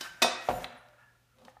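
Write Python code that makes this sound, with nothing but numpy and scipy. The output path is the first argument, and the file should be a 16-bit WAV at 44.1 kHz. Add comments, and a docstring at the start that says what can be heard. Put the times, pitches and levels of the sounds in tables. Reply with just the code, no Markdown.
"""Rolling pin on dough

A heavy rolling pin is picked up in a kitchen: clacks of noise and beating damped sines are its barrel
hitting the handles and ringing. Damped knocks with low noise are handle knocks in the air, then thuds onto
dough on the countertop. Rolling is a low noise rumble, a grainy hiss of flour with crumb impulses, resonant
axle rub with faint sine squeaks, a lingering countertop tone near 600 Hz and a few handle ticks.
A refrigerator hums as a wavering sine in the small, live room."""
import sys
import numpy as np
from scipy import signal
from scipy.fft import rfft, irfft, next_fast_len
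from scipy.io import wavfile

SR = 44100
rng = np.random.default_rng(int(sys.argv[2]) if len(sys.argv) > 2 else 0)


def bounce(signal):
    """Save signal as a 16-bit WAV file at the path given by the first command-line argument."""
    frames = np.transpose(np.atleast_2d(signal))
    limited = np.clip(frames, -1, 1)
    pcm = np.round(limited * 32767).astype(np.int16)
    wavfile.write(sys.argv[1], SR, pcm)


N = 70560

# Spectrum of still air. Each row: frequency in Hz, level in dB.
AIR_COLOUR = [(20, -5), (60, 5.5), (150, -8), (300, -8), (700, -9), (1500, -14.5), (3000, -13.5),
              (8000, -21), (15000, -24)]
HUM_HZ, HUM_DB, AIR_DB = 119.3, -69.5, -72.5  # refrigerator hum

# Rumble of weight moving on the dough. Each row: time in seconds, level in dB.
RUMBLE_LEVEL = [(0, -64), (.06, -72), (.13, -87), (.2, -70), (.49, -97), (.53, -42), (.6, -50),
                (.65, -55.5), (.75, -65), (.9, -78), (1.33, -90.5), (1.39, -62.5), (1.435, -57),
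                (1.49, -59.5), (1.54, -91), (1.6, -73)]
# Rumble spectrum. Each row: frequency in Hz, level in dB.
RUMBLE_COLOUR = [(30, -9), (130, -8.5), (190, -1), (245, -7.5), (340, -10.5), (520, 3), (750, -6.5),
                 (1150, -3), (2000, -30.5), (5000, -35), (15000, -57)]
# Countertop resonances. Each row: centre in Hz, width in Hz, level in dB.
COUNTERTOP_PEAKS = [(246, 16, -1.5), (510, 20, -2.5), (530, 28, -4.5)]
COUNTERTOP_DB = 1.5  # against the rumble noise
# Deep shake of the cabinet. Each row: time in seconds, level in dB.
SHAKE_LEVEL = [(.06, -71.5), (.12, -63), (.18, -76.5), (.5, -76.5), (.53, -52), (.58, -55), (.64, -61),
               (.72, -77.5)]
# Cabinet bass spectrum. Each row: frequency in Hz, level in dB.
BASS_COLOUR = [(20, -17.5), (45, 4.5), (80, -3.5), (130, 5), (200, -1.5), (400, -29)]

# Hiss of floury surfaces sliding. Each row: time in seconds, level in dB.
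FLOUR_LEVEL = [(0, -57), (.045, -47.5), (.11, -63.5), (.38, -68.5), (.47, -52), (.55, -63), (.645, -48.5),
               (.67, -80), (.9, -80), (1.35, -84), (1.39, -73.5), (1.46, -78), (1.5, -66.5), (1.54, -99)]
# Flour spectrum. Each row: frequency in Hz, level in dB.
FLOUR_COLOUR = [(500, -18), (2000, 7), (4500, -5), (6000, 0), (8500, -5.5), (13000, -7), (15500, -12.5)]
# Crushed-crumb spectrum. Each row: frequency in Hz, level in dB.
CRUMB_COLOUR = [(600, -19), (2000, -3), (4000, 7.5), (7000, -8), (15000, -10.5)]
GRAIN_DB, GRAIN_KNOTS_PER_S = 1.2, 900
CRUMBS_PER_S, CRUMB_DB, CRUMB_SPREAD_DB = 130, -8, 14  # mean rate, level against the hiss, size scatter

# Rub of the axle. Each row: time in seconds, level in dB.
AXLE_LEVEL = [(0, -73), (.05, -40), (.11, -60.5), (.2, -58.5), (.7, -54.5), (.81, -61.5), (.93, -66.5),
              (1.03, -64), (1.12, -73.5), (1.24, -84.5), (1.33, -78), (1.42, -85)]
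# Axle resonances. Each row: centre in Hz, width in Hz, level in dB.
AXLE_PEAKS = [(620, 15, -7.5), (900, 260, -5), (1396, 89, 5), (1765, 140, 0.5), (2290, 120, -7),
              (2630, 280, -10)]
# Squeaks of the axle and a low lingering tone of the countertop near 600 Hz. Each row: start in
# seconds, length in seconds, pitch in Hz, glide in Hz per second, level in dB.
SQUEAKS_AND_TONE = [(.51, 0.09, 7070, 0, -58), (0.533, 0.074, 9600, 0, -59),
                    (0.513, 0.098, 12700, -2.5, -55), (0.767, 0.034, 9740, 0, -67),
                    (0.778, 0.059, 1420, -4, -61), (0.822, 0.16, 599.5, -17, -62),
                    (0.925, 0.23, 1744, -300, -63.5), (1.304, .055, 1422, -1800, -70)]
AXLE_CATCH_DB, AXLE_CATCH_KNOTS_PER_S = 3, 90
ROUGH_RAD, ROUGH_KNOTS_PER_S = 0.87, 130  # phase wander at 1 kHz, growing as the root of pitch

# Hard contacts of barrel and axle. Each row: start in seconds, level in dB, barrel ring in dB
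# against that level, rod ring in dB against that level, rattle T60 in seconds.
CLACKS = [(.0075, -32, -16.5, 0, 0.036), (0.2187, -18, -3, -30, 0.062), (0.2277, -26.5, -17.5, -17, 0.028),
          (1.3841, -55.5, -18, -10, .012), (1.416, -60.5, -21, -17, 0.016),
          (1.4484, -50.5, -26.5, -11.5, 0.021)]
# Clack spectrum. Each row: frequency in Hz, level in dB.
CLACK_COLOUR = [(70, -52.5), (250, -3), (620, -2), (1000, 0.5), (1700, -3), (2900, -4), (3700, 1),
                (5500, -3.5), (7000, -8.5), (10000, -14), (15000, -20.5)]
# Barrel modes. Each row: frequency in Hz, level in dB, T60 in seconds.
BARREL_MODES = [(633, -16, 0.39), (677.2, -11.5, 0.49), (706.7, -12.5, .2), (914, -15, 0.31),
                (1026, -16.5, 0.25), (1317, -17, 0.39), (1905, -16, 0.7), (2527, -11, 0.55),
                (3620, -9, 0.26), (3780, -10.5, .13), (4664, -17, 0.18), (5570, -15.5, 0.3),
                (5784, -22, 0.38), (8880, -22.5, 0.22)]
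# Thinner modes of the axle rod. Each row: frequency in Hz, level in dB, T60 in seconds.
ROD_MODES = [(1070, -16, 0.18), (1549, -14, 0.92), (3025, -6, 0.11), (3914, -12.5, .25)]
CLACK_RISE_S, CLACK_HOLD_SHARE = 0.0022, 0.12  # hold as a share of T60
BEAT_HZ, BEAT_DEPTH = 4.3, 0.85  # mean split, partner amplitude ratio
RING_WANDER_RAD, RING_FLUTTER_DB, RING_KNOTS_PER_S = 0.3, 1.5, 55

# Dull blows: handle knocks in the air, then chattering on landing and bumping while rolling.
# Each row: start in seconds, level in dB, bass in dB against that level before BASS_DB is added.
THUDS = [(.2458, -17, -29), (.2695, -26.5, -9), (0.4873, -17.5, 0.5), (0.494, -21.5, -8.5),
         (.5025, -22, -12), (.511, -24, -16), (.602, -35, -16), (1.402, -64, -18), (1.4205, -61.5, -19),
         (1.434, -63, -20)]
# Modes excited by the blows. Each row: frequency in Hz, level in dB, T60 in seconds.
THUD_MODES = [(249.4, -18, 0.14), (407, -22, 0.08), (474, -19.5, 0.11), (528, -13.5, 0.24),
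              (609, -16.5, 0.1), (715, 4, 0.017), (738, -12.5, 0.09), (845, -14.5, 0.067),
              (880, -11, 0.013)]
# Blow noise spectrum. Each row: frequency in Hz, level in dB.
THUD_COLOUR = [(60, -22.5), (300, -10.5), (550, 6), (850, -3), (1200, -7), (2500, -12.5), (5000, -25),
               (9000, -42), (15000, -55.5)]
THUD_NOISE_DB, THUD_T60_S, BASS_DB, BASS_T60_S = -4.5, 0.035, -24.5, 0.42
KNOCK_LOW_CUT_HZ = 170  # the pin itself gives no deep bass

# Handles ticking on their axle. Each row: start in seconds, level in dB, brightness cutoff in Hz,
# hollow ring in dB against that level.
TICKS = [(.6432, -21.5, 4270, -16.5), (1.4815, -47.5, 3190, 4.5), (1.5675, -51, 1790, 6)]
# Tick spectrum ahead of the cutoff. Each row: frequency in Hz, level in dB.
TICK_COLOUR = [(100, -9), (500, -6), (900, 8), (2200, 12.5), (3400, 9.5), (4200, 14), (15000, -4)]
# Hollow handle modes. Each row: frequency in Hz, level in dB, T60 in seconds.
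HANDLE_MODES = [(800, 7.5, 0.018), (1252, -9.5, 0.045), (1777, -8, 0.029)]
TICK_T60_S, TICK_CUT_ORDER = 0.018, 10

# Room decay. Each row: frequency in Hz, T60 in seconds.
ROOM_T60 = [(100, 0.33), (500, 0.7), (1400, 0.82), (3700, 0.59), (9000, 0.39), (15000, 0.072)]
ROOM_DELAY_S = 0.004
CLACK_ROOM_DB, RING_ROOM_DB = -6.5, -12.5
THUD_ROOM_DB, TICK_ROOM_DB, ROLL_ROOM_DB = -11, -11, -11
LOW_CUT_HZ, TOP_HZ = 38, 15500


def amp(db):
    """Amplitude ratio from dB."""
    return 10 ** (np.asarray(db) / 20)


def unit(x):
    """x scaled to rms 1."""
    return x / np.sqrt(np.mean(x ** 2) + 1e-20)


def clock():
    """Sample times in seconds."""
    return np.arange(N) / SR


def along(points, hz):
    """Interpolate (Hz, value) points on a log axis."""
    f, v = np.transpose(points)
    return np.interp(np.log(hz + 1), np.log(f + 1), v)


def level(rows):
    """Gain per sample from (s, dB) points."""
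    return amp(np.interp(clock(), *np.transpose(rows)))


def filtered(x, response):
    """x times a response of frequency, zero-padded."""
    m = next_fast_len(N + SR // 2)
    return irfft(rfft(x, m) * response(np.fft.rfftfreq(m, 1 / SR)), m)[:N]


def coloured(x, colour):
    """x shaped by (Hz, dB) points, at rms 1."""
    return unit(filtered(x, lambda hz: amp(along(colour, hz))))


def noise(colour):
    """Coloured noise of rms 1."""
    return coloured(rng.standard_normal(N), colour)


def resonant(peaks):
    """Noise of rms 1 through parallel resonances of alternating sign."""
    def body(hz):
        total = 0
        for k, (centre_hz, width_hz, db) in enumerate(peaks):
            damping = 1j * hz * width_hz
            total = total + (-1) ** k * amp(db) * damping / (centre_hz ** 2 - hz ** 2 + damping)
        return total
    return unit(filtered(rng.standard_normal(N), body))


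def wobble(knots_per_s):
    """A smooth random curve through normally distributed knots."""
    count = int(knots_per_s * N / SR) + 1
    return signal.resample(rng.standard_normal(count), N)


def highpass(x, order, hz):
    """Butterworth low cut."""
    return signal.sosfilt(signal.butter(order, hz, "high", fs=SR, output="sos"), x)


def fade(t60_s, hold_s=0):
    """Hold, then an exponential decay."""
    return amp(-60 * np.maximum(clock() - hold_s, 0) / t60_s)


def ring(modes, beat=0):
    """Damped sines, restless in phase and level; a close partner of amplitude beat makes each beat."""
    out = np.zeros(N)
    for hz, db, t60_s in modes:
        wander = RING_WANDER_RAD * wobble(RING_KNOTS_PER_S)
        phase = 2 * np.pi * hz * clock() + wander - wander[0]
        split = 2 * np.pi * BEAT_HZ * rng.normal(1, 0.05) * clock()
        tone = np.sin(phase) + beat * np.sin(phase + split)
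        out += amp(db + RING_FLUTTER_DB * wobble(RING_KNOTS_PER_S)) * fade(t60_s) * tone
    return out


def at(start_s, x, rise_s):
    """x begins at start_s with a short exponential rise."""
    risen = x * (1 - np.exp(-clock() / rise_s))
    return np.pad(risen, (max(round(start_s * SR), 0), 0))[:N]


def background():
    """Refrigerator hum, a sine wavering in phase, over the noise of still air."""
    hum = np.sin(2 * np.pi * HUM_HZ * clock() + 0.15 * wobble(17.0))
    return amp(HUM_DB) * hum + amp(AIR_DB) * noise(AIR_COLOUR)


def rolling():
    """The barrel rumbles over the dough, the cabinet shakes, flour hisses and crumbs crackle."""
    board = noise(RUMBLE_COLOUR) + amp(COUNTERTOP_DB) * resonant(COUNTERTOP_PEAKS)
    rumble = level(RUMBLE_LEVEL) * unit(board * amp(2.2 * wobble(55)))  # uneven rumble
    shake = level(SHAKE_LEVEL) * noise(BASS_COLOUR)
    hiss = noise(FLOUR_COLOUR) * amp(GRAIN_DB * wobble(GRAIN_KNOTS_PER_S))
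    struck = rng.random(N) < CRUMBS_PER_S / SR
    crumbs = struck * amp(CRUMB_SPREAD_DB * rng.standard_normal(N))
    crackle = coloured(crumbs, CRUMB_COLOUR)
    return rumble + shake + level(FLOUR_LEVEL) * unit(hiss + amp(CRUMB_DB) * crackle)


def axle_rub():
    """Uneven friction noise of the axle in narrow resonances."""
    rub = resonant(AXLE_PEAKS) * amp(AXLE_CATCH_DB * wobble(AXLE_CATCH_KNOTS_PER_S))
    return level(AXLE_LEVEL) * unit(rub)


def squeaks_and_tone():
    """Axle squeaks and the lingering countertop tone: sines, some gliding, roughened in phase."""
    out = np.zeros(N)
    for start_s, length_s, hz, glide_hz_per_s, db in SQUEAKS_AND_TONE:
        t = np.clip(clock() - start_s, 0, length_s)
        rough = ROUGH_RAD * np.sqrt(hz / 1000) * wobble(ROUGH_KNOTS_PER_S)
        phase = 2 * np.pi * (hz + glide_hz_per_s * t / 2) * t + rough
        out += amp(db) * np.sin(np.pi * t / length_s) * np.sin(phase)
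    return out


def clacks():
    """The barrel chatters against its axle: noise bursts, briefly held, then decaying."""
    out = np.zeros(N)
    for start_s, db, _, _, t60_s in CLACKS:
        rattle = noise(CLACK_COLOUR) * fade(t60_s, CLACK_HOLD_SHARE * t60_s)
        out += amp(db) * at(start_s, rattle, CLACK_RISE_S)
    return out


def ringing():
    """After each hard contact the barrel rings on, slowly beating, and so does the axle rod."""
    out = np.zeros(N)
    for start_s, db, barrel_db, rod_db, _ in CLACKS:
        tone = amp(barrel_db) * ring(BARREL_MODES, BEAT_DEPTH) + amp(rod_db) * ring(ROD_MODES)
        out += amp(db) * at(start_s, tone, CLACK_RISE_S)
    return out


def thuds():
    """Dull knocks of damped modes and noise, each with its share of decaying bass noise."""
    knocks, bass = np.zeros(N), np.zeros(N)
    for start_s, db, bass_db in THUDS:
        knock = ring(THUD_MODES) + amp(THUD_NOISE_DB) * noise(THUD_COLOUR) * fade(THUD_T60_S)
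        knocks += amp(db) * at(start_s, knock, rise_s=0.00075)
        bass += amp(db + BASS_DB + bass_db) * at(start_s, fade(BASS_T60_S), rise_s=0.002)
    return highpass(knocks, 2, KNOCK_LOW_CUT_HZ) + bass * noise(BASS_COLOUR)


def ticks():
    """Play in the handles: noise snaps, duller for softer contacts, with a hollow ring."""
    out = np.zeros(N)
    for start_s, db, cut_hz, ring_db in TICKS:
        steep = signal.butter(TICK_CUT_ORDER, cut_hz, fs=SR, output="sos")
        snap = signal.sosfilt(steep, noise(TICK_COLOUR) * fade(TICK_T60_S))
        snap *= np.sqrt(TOP_HZ / cut_hz) / 2  # more gain for a narrower band
        out += amp(db) * at(start_s, snap + amp(ring_db) * ring(HANDLE_MODES), rise_s=0.001)
    return out


def kitchen(x):
    """The room's answer: a noise tail, each frequency dying at its own speed."""
    hz, t, z = signal.stft(rng.standard_normal(SR), SR, nperseg=256)
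    decay = amp(-60 * t / along(ROOM_T60, hz)[:, None])
    tail = signal.istft(z * decay, SR, nperseg=256)[1]
    wet = signal.fftconvolve(x, tail / np.linalg.norm(tail))[:N]
    return at(ROOM_DELAY_S, wet, rise_s=0.00073)


def scene():
    """Each source with its own amount of room, over the dry background."""
    sources = [(rolling() + axle_rub() + squeaks_and_tone(), ROLL_ROOM_DB), (clacks(), CLACK_ROOM_DB),
               (ringing(), RING_ROOM_DB), (thuds(), THUD_ROOM_DB), (ticks(), TICK_ROOM_DB)]
    mix = background()
    for x, room_db in sources:
        mix = mix + x + amp(room_db) * kitchen(x)
    return mix[None]


def record(dry):
    """The microphone loses the deepest bass and keeps nothing above its band limit."""
    x = highpass(dry[0], 4, LOW_CUT_HZ)
    return filtered(x, lambda hz: hz < TOP_HZ)[None]


dry = scene()
out = record(dry)
bounce(out)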